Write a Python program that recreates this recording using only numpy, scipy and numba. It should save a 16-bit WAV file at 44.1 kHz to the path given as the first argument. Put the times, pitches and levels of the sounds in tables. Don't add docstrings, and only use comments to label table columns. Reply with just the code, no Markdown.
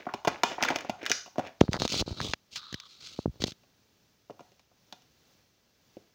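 import sys
import numpy as np
from scipy import signal
from scipy.fft import rfft, irfft
from scipy.io import wavfile
from numba import njit

SR = 44100
rng = np.random.default_rng(int(sys.argv[2]) if len(sys.argv) > 2 else 0)


def pcm_store(signal):
    levels = np.round(np.clip(np.atleast_2d(signal), -1, 1) * 32767)
    wavfile.write(sys.argv[1], SR, levels.astype(np.int16).T)


N = 271126
TIME = np.arange(N) / SR
TOP_HZ = 16300


def undb(db):
    return 10 ** (np.asarray(db) / 20)


def unit(x):
    return x / np.sqrt(np.mean(x ** 2) + 1e-20)


def add(track, s, sound):
    i = max(int(s * SR), 0)
    track[i:i + len(sound)] += sound[:N - i]


def band(x, lo_hz, hi_hz, order=2):
    edges_hz = [lo_hz, min(hi_hz, SR / 2 - 1)]
    return signal.sosfilt(signal.butter(order, edges_hz, "band", fs=SR, output="sos"), x)


def colour(x, points):
    size = 4096
    hz, db = np.transpose(points)
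    bins_hz = np.fft.rfftfreq(size, 1 / SR)
    response_db = np.interp(np.log(bins_hz + 1), np.log(hz), db)
    cepstrum = irfft(np.log(undb(response_db)))
    cepstrum[1:size // 2] *= 2
    cepstrum[size // 2 + 1:] = 0
    impulse = irfft(np.exp(rfft(cepstrum)))
    return signal.fftconvolve(x, impulse)[:len(x)]


@njit
def resonate(x, hz, width):
    y, b, low = np.empty(len(x)), 0., 0.
    for i in range(len(x)):
        g = np.tan(np.pi * hz[i] / SR)
        v = (b + g * (x[i] - low)) / (1 + g * (g + width))
        b, low, y[i] = 2 * v - b, low + 2 * g * v, width * v
    return y


def waver(per_s):
    knots = np.arange(0, TIME[-1] + 1, 1 / per_s)
    return unit(np.interp(TIME, knots, rng.standard_normal(len(knots))))


def grains(per_s, spread_db):
    hits = (rng.random(N) < per_s / SR) * rng.standard_normal(N)
    return unit(hits * undb(spread_db * rng.standard_normal(N).clip(-2, 2)))


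def swell(start, fastest, end, range_db, edge_s):
    touch = np.clip((TIME - start) / edge_s + .5, 0, 1)
    release = np.exp(-np.clip((TIME - end) / edge_s, 0, 30))
    return touch * release * undb(np.interp(TIME, [start, fastest, end], [-range_db, 0, -range_db]))


def background(level_db=-68, covered_db=-3, waver_db=1.1):
    # hz, relative density_db
    kitchen = [(25, -15.5), (50, -3.5), (100, 2.5), (210, 0), (350, -4), (560, -5.5), (950, -11),
               (2300, -12.5), (4500, -11), (6200, -11.5), (8100, -25.5), (13500, -28.5), (15200, -13),
               (16500, -28.5)]
    shade_db = np.interp(TIME, [2.3, 2.36, 2.5, 2.6], [0, covered_db, covered_db, 0])
    noise = unit(colour(rng.standard_normal(N), kitchen))
    return undb(level_db + shade_db + waver_db * waver(4.7)) * noise


def kitchen_echo(x, t60=0.34, build_s=0.016, wet_db=-3):
    # hz, gain_db
    room_colour = [(100, 0.5), (230, -12.5), (450, -10.5), (900, -3.5), (2500, -6.5), (6000, -3),
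                   (9000, -6.5), (16000, -13)]
    t = TIME[:SR]
    tail = rng.standard_normal(SR) * (1 - np.exp(-t / build_s)) * 1000 ** (-t / t60)
    echo = signal.fftconvolve(x, tail / np.linalg.norm(tail))[:N]
    return undb(wet_db) * colour(echo, room_colour)


def case(x):
    # delay_ms, signed share of the treble
    echoes = [(1.05, -0.041), (2.66, 0.21), (4.6, -0.18)]
    treble = band(x, 2000, TOP_HZ)
    return x + sum(share * np.interp(TIME - ms / 1000, TIME, treble, left=0) for ms, share in echoes)


def pressure_pulse(u):
    return 1 / np.cosh(np.clip(np.sqrt(2) * u, -20, 20))


def finger_bumps(leak_hz=72, vent_hz=50, push_db=2.0):
    # start_s (middle of the push), level_db before push_db, length_ms
    bumps = [(1.6135, 1, 0.38), (1.6381, -22.5, 0.57), (1.6818, -25, 0.16), (1.691, -14.5, 0.93),
             (1.7425, -15.5, 0.18), (1.767, -21, 0.16), (1.8203, -13.5, 0.2), (1.8521, -15.5, 0.24),
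             (1.9429, -19.5, 0.24), (2.012, -21, 2.6), (2.0237, -18.5, 0.3), (2.079, -22.5, 0.37),
             (2.116, -23.5, 2), (2.212, -26, 1.17), (2.293, -29, 2.1), (2.3365, -5, 0.052),
             (2.7276, -32.5, 0.64), (2.7437, -27.5, 0.71), (3.1904, -18, 0.4), (3.2588, -12, 0.42),
             (3.2787, -21.5, 1.1), (3.294, -27, 2), (3.4063, -35, 1.1), (3.4235, -26, 0.69),
             (3.4407, -14.5, 0.43), (3.4646, -30, 0.55), (3.52, -39, 0.7)]
    recoil_db, recoil_lag, recoil_length = -6.5, 2.4, 3.2
    out = np.zeros(N)
    t = TIME[:SR // 20] - 1 / 50
    for s, db, ms in bumps:
        u = 1000 * t / ms
        recoil = undb(recoil_db) * pressure_pulse((u - recoil_lag) / recoil_length)
        add(out, s + t[0], undb(db + push_db) * (pressure_pulse(u) - recoil))
    leaked = band(out, leak_hz, TOP_HZ)
    return band(leaked, vent_hz, TOP_HZ, order=1)


def finger_snaps(low_hz=1400, port_hz=3900, port_db=3, snap_db=-2):
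    # start_s, level_db before snap_db, decay_ms (time constant)
    snaps = [(1.6075, -26.5, 3.6), (1.6107, -14, 0.34), (1.732, -15, 0.91), (1.7657, -31, 0.64),
             (1.7992, -20, 1.5), (1.808, -31, 3), (1.8201, -15.5, 0.52), (1.8779, -19.5, 1.6),
             (2.2041, -26, 0.5), (2.2146, -21.5, 0.67), (2.3349, -20.5, 1.3), (2.558, -28, 11.6),
             (2.727, -29.5, 2.3), (2.7422, -25, 1.8), (2.8006, -31, 1.5), (3.4202, -24, 4.9),
             (3.4396, -13.5, 1.3), (3.5201, -34, 3.5)]
    out, t = np.zeros(N), TIME[:SR // 40]
    for s, db, ms in snaps:
        burst = rng.standard_normal(len(t)) * np.exp(-1000 * t / ms)
        port = band(burst, port_hz * .8, port_hz * 1.2, order=1)
        tick = band(burst, low_hz, 13000) + undb(port_db) * port
        add(out, s, undb(db + snap_db) * tick / np.std(tick[:SR // 1000]))
    return out


def finger_stutters(fall_s=0.00186, chirp_s=0.0017):
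    # start_s, length_s, level_db of the first skip, pitch_hz where the first skip begins
    stutters = [(1.743, .035, -27.5, 3030), (2.202, .004, -22, 2540)]
    skip_s, skip_fade_db, skip_pitch_ratio = .0076, -1, 0.883
    out, t = np.zeros(N), TIME[:SR // 40]
    puff = t / chirp_s * np.exp(1 - (t / chirp_s) ** 2)
    for start, length, db, hz in stutters:
        for k, s in enumerate(np.arange(start, start + length, skip_s)):
            first_hz = hz * skip_pitch_ratio ** k
            phase = 2 * np.pi * first_hz * fall_s * (1 - np.exp(-t / fall_s))
            add(out, s, undb(db + k * skip_fade_db) * band(np.sin(phase) * puff, 300, 8000))
    return out


def air_ring(x, hz, width):
    return unit(resonate(resonate(x, hz, width), hz, width))


def finger_rub(edge_s=0.0055, crackle_db=-12):
    # start_s, fastest_s, end_s, level_db at the fastest, open_hiss_db, rumble_db,
    # port_hz (resonance at the fastest moment)
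    strokes = [(1.6, 1.62, 1.7, -50, 0, 3, 4170), (1.711, 1.755, 1.772, -37.5, 5, 1.5, 4100),
               (1.79, 1.854, 1.866, -31, 1.5, -3.5, 3990), (1.886, 2.013, 2.016, -24, 6, -11.5, 4110),
               (2.062, 2.072, 2.21, -42, 1, 0.5, 4200), (2.17, 2.17, 2.215, -43.5, -7, -19, 4100),
               (2.211, 2.24, 2.329, -33, 6.5, -8, 3677), (2.511, 2.573, 2.59, -37.5, 13, -25, 4250),
               (2.559, 2.562, 2.87, -45, -10, -43, 4030), (2.846, 2.919, 3.14, -52.5, 2, -32.5, 4140),
               (3.001, 3.062, 3.245, -44.5, 4, -19, 4250), (3.3, 3.35, 3.56, -67.5, 2, 4, 4100),
               (3.402, 3.423, 3.445, -35, 9, -2, 4050), (3.457, 3.48, 3.508, -35.5, 7, -14, 4540)]
    # hz, gain_db
    skin_colour = [(200, -30), (1100, -14), (1600, -27.5), (2100, 1), (3000, 7.5), (4500, 9), (6500, 5),
                   (8200, 9.5), (11000, 2), (16000, -3.5)]
    swell_db = 10.5
    port_width, hollow_width = .27, .27
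    hollow_ratio, hollow_db = .325, -12.5
    hollow_leak = 0.55
    port_sag, hollow_sag = .4, 0.53
    slips, port_slips = grains(11000, 8.8), grains(12000, 2.5)
    hiss = unit(colour(slips + undb(crackle_db) * grains(280, 0.67), skin_colour))
    tugs = band(grains(300, 1), 68, 990)
    rumble = band(tugs, 48, 260.1, order=1)
    catch = undb(2 * waver(220))
    out = np.zeros(N)
    for start, fastest, end, db, open_db, rumble_db, hz in strokes:
        speed = swell(start, fastest, end, swell_db, edge_s)
        on = speed > .001
        since_fastest = TIME[on] - fastest
        port_hz = hz * 2 ** (-port_sag * since_fastest)
        hollow_hz = hollow_ratio * hz * 2 ** (-hollow_sag * since_fastest)
        hollow = undb(hollow_db - hollow_leak * open_db) * air_ring(slips[on], hollow_hz, hollow_width)
        pocket = air_ring(port_slips[on], port_hz, port_width) + hollow
        rub = unit(pocket + undb(open_db) * hiss[on])
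        rub = rub + undb(rumble_db) * unit(rumble[on])
        out[on] += undb(db) * speed[on] * catch[on] * rub
    return out


def sliding(edge_s=.02):
    # start_s, fastest_s, stop_s, level_db of the grit at the fastest
    slides = [(-0.1, -0.01, 0.21, -50), (0.26, 0.29, 0.41, -39.5), (0.441, 0.52, 0.56, -37.5),
              (0.578, 0.674, 0.89, -35.5), (0.98, 1.04, 1.18, -43.5), (1.37, 1.467, 1.51, -43.5)]
    # hz, gain_db
    drag_colour = [(80, -22), (250, 1), (600, 4), (1100, -5.5), (2400, -2.5), (3300, -7.5), (6500, -18),
                   (16000, -23.5)]
    swell_db = 17.5
    rattle_per_s, rattle_db = 100, -5
    speed = np.zeros(N)
    for start, fastest, stop, db in slides:
        speed += undb(db) * swell(start, fastest, stop, swell_db, edge_s)
    grit = unit(colour(grains(1400, 3), drag_colour))
    rattle = unit(band(grains(rattle_per_s, 1.5), 1500, 2600, order=3))
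    return speed * (grit + undb(rattle_db) * rattle)


def contact(knock_db, cell_hz, crack_db, crack_hz, bounce, crumble_db, ring_db=-5, snap_db=14,
            tray_db=-1, thud_db=-19, ice_db=3, cube_db=6):
    # hz before detuning, relative level_db, t60_s
    tray_modes = [(234.3, -21.5, 0.06), (333, -10, 0.024), (412, -17.5, 0.077), (576, -13.5, 0.038),
                  (722, -12, 0.049), (930, -20.5, 0.053), (1100, -25, .1), (1418, -14, 0.052),
                  (2020, -19.5, .08), (2460, -18, 0.11), (2900, -12, 0.057), (3560, -17.5, 0.093),
                  (4360, -16.5, 0.04), (5280, -19, 0.058), (5700, -21.5, 0.057), (6120, -33.5, .1)]
    flex_below_hz, flex_db_per_octave = 540, 11
    bounce_s, crack_s, crumble_s = 0.0045, .0011, .008
    t = TIME[:SR // 10]
    landing = bounce * (t > bounce_s) * np.exp(-np.abs(t - bounce_s) / crack_s)
    crumble = undb(crumble_db) * np.exp(-t / crumble_s)
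    blow = rng.standard_normal(len(t)) * (np.exp(-t / crack_s) + landing + crumble)
    blow[0] = undb(snap_db)
    for hz, db, t60 in tray_modes:
        place, force, grip = rng.standard_normal(3)
        gain = np.sign(place) * undb(ring_db + db + 2 * force)
        tone = np.sin(2 * np.pi * hz * (1 + 0.00503 * grip) * t)
        blow = blow + gain * tone * np.exp(-np.log(1000) * t / t60)
    weight_db = flex_db_per_octave * np.log2(flex_below_hz / cell_hz)
    flex = band(blow, 180, 510)
    thud = band(np.exp(-t / crack_s), 97, 190)
    knock = band(blow, cell_hz * 0.72, cell_hz * 1.345)
    cube = band(blow, crack_hz * .8, crack_hz * 1.2, order=1)
    crack = band(blow, min(.6 * crack_hz, 2100), 15000, order=3) + undb(cube_db) * cube
    parts = [(flex, knock_db + weight_db + tray_db),
             (thud, knock_db + 1.7 * weight_db + thud_db),
             (knock, knock_db),
             (crack, crack_db + ice_db)]
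    attack = SR // 140
    return sum(undb(db) * part / np.std(part[:attack]) for part, db in parts)


def blows():
    # (relative to level_db, before ice_db)
    knocks = [(0.0672, -29.5, 720, -26.5), (0.089, -35.5, 1100, -22.5), (0.1386, -28, 783, -8),
              (0.249, -28, 900, -8), (0.274, -24, 511, -5.5), (0.2775, -20.5, 1030, -9.5),
              (0.4342, -17.5, 890, -19.5), (0.582, -31, 850, -25.5), (0.6077, -33, 1410, -24),
              (0.617, -34, 740, -12.5), (0.626, -26, 780, -2.5), (0.649, -27, 1500, -3),
              (0.6873, -25.5, 1370, -10.5), (0.7033, -25, 700, -9), (0.72, -30.5, 720, -19),
              (0.757, -29, 680, -10.5), (0.848, -38, 634, -13.5), (0.896, -25.5, 680, -8.5),
              (1.03, -50, 336, 3), (1.1037, -33.5, 520, -1), (1.1165, -23, 2000, -11),
              (1.261, -48, 840, -2), (1.277, -48, 720, -9.5), (1.358, -44, 800, -14),
              (1.3826, -25.5, 551, -15.5), (1.3934, -26.5, 620, -13), (1.45, -43, 680, -11.5),
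              (3.635, -64, 800, -3), (4.298, -41, 640, -21), (4.305, -51, 387, -6.5),
              (4.394, -47.5, 840, -10.5), (4.406, -46, 600, -11.5), (4.519, -66, 500, 0.5),
              (4.595, -63, 960, 3.5), (4.715, -63.5, 742, -15.5), (4.926, -47.5, 638, -8),
              (5.969, -49, 390, -14.5)]
    # start_s, level_db before ice_db, centre_hz, room_send_db
    cracks = [(0.2804, -28.5, 2850, -11), (0.4345, -21.5, 2800, 1), (0.626, -26, 2400, -6.5),
              (0.6365, -25, 2400, -7), (0.6862, -28.5, 2230, -13), (0.76, -28.5, 2330, -9.5),
              (0.787, -39.5, 2370, -9.5), (0.808, -40.5, 2300, -8.5), (1.055, -39.5, 2300, -4.5),
              (1.0634, -28, 2350, -3.5), (1.0977, -27, 5700, -5), (1.116, -20.5, 5400, 1.5),
              (1.472, -47.5, 2380, -5.5), (4.9255, -41.5, 3700, -6.5), (5.021, -63, 3400, -14)]
    click_hz, knock_room_db, bounce_db = 2800, -4.5, -4.5
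    crack_cell_hz, crack_cell_db = 1888, -10.5
    direct, send = np.zeros(N), np.zeros(N)
    for s, db, cell_hz, click_db in knocks:
        blow = contact(db, cell_hz, db + click_db, click_hz, undb(bounce_db), crumble_db=-10)
        add(direct, s, blow)
        add(send, s, blow * undb(knock_room_db))
    for s, db, crack_hz, room_db in cracks:
        blow = contact(db + crack_cell_db, crack_cell_hz, db, crack_hz, 0, crumble_db=-11.5)
        add(direct, s, blow)
        add(send, s, blow * undb(room_db))
    return direct, send


def tray(count=3, drag_room_db=-4):
    sides = [blows() for _ in range(count)]
    drag = sliding()
    echoes = [kitchen_echo(send + undb(drag_room_db) * drag) for _, send in sides]
    direct = sides[0][0] + drag
    return case(direct) + sum(echoes) / np.sqrt(count)


def scene(finger_room_db=-27):
    # hz, gain_db
    microphone = [(20, 4.5), (6600, -2.5), (7400, -14.5), (9000, -22.5), (13500, -25), (15400, -10.5),
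                  (16500, -19.5)]
    touches = finger_snaps() + finger_stutters() + finger_rub()
    finger = case(finger_bumps() + touches) + undb(finger_room_db) * kitchen_echo(touches)
    heard = colour(tray() + finger, microphone)
    return (heard + case(background()))[None]


def record(dry):
    ceiling = .71
    clipped = np.clip(dry, -ceiling, ceiling)
    return signal.sosfilt(signal.ellip(10, .2, 70, TOP_HZ, fs=SR, output="sos"), clipped)


dry = scene()
out = record(dry)
pcm_store(out)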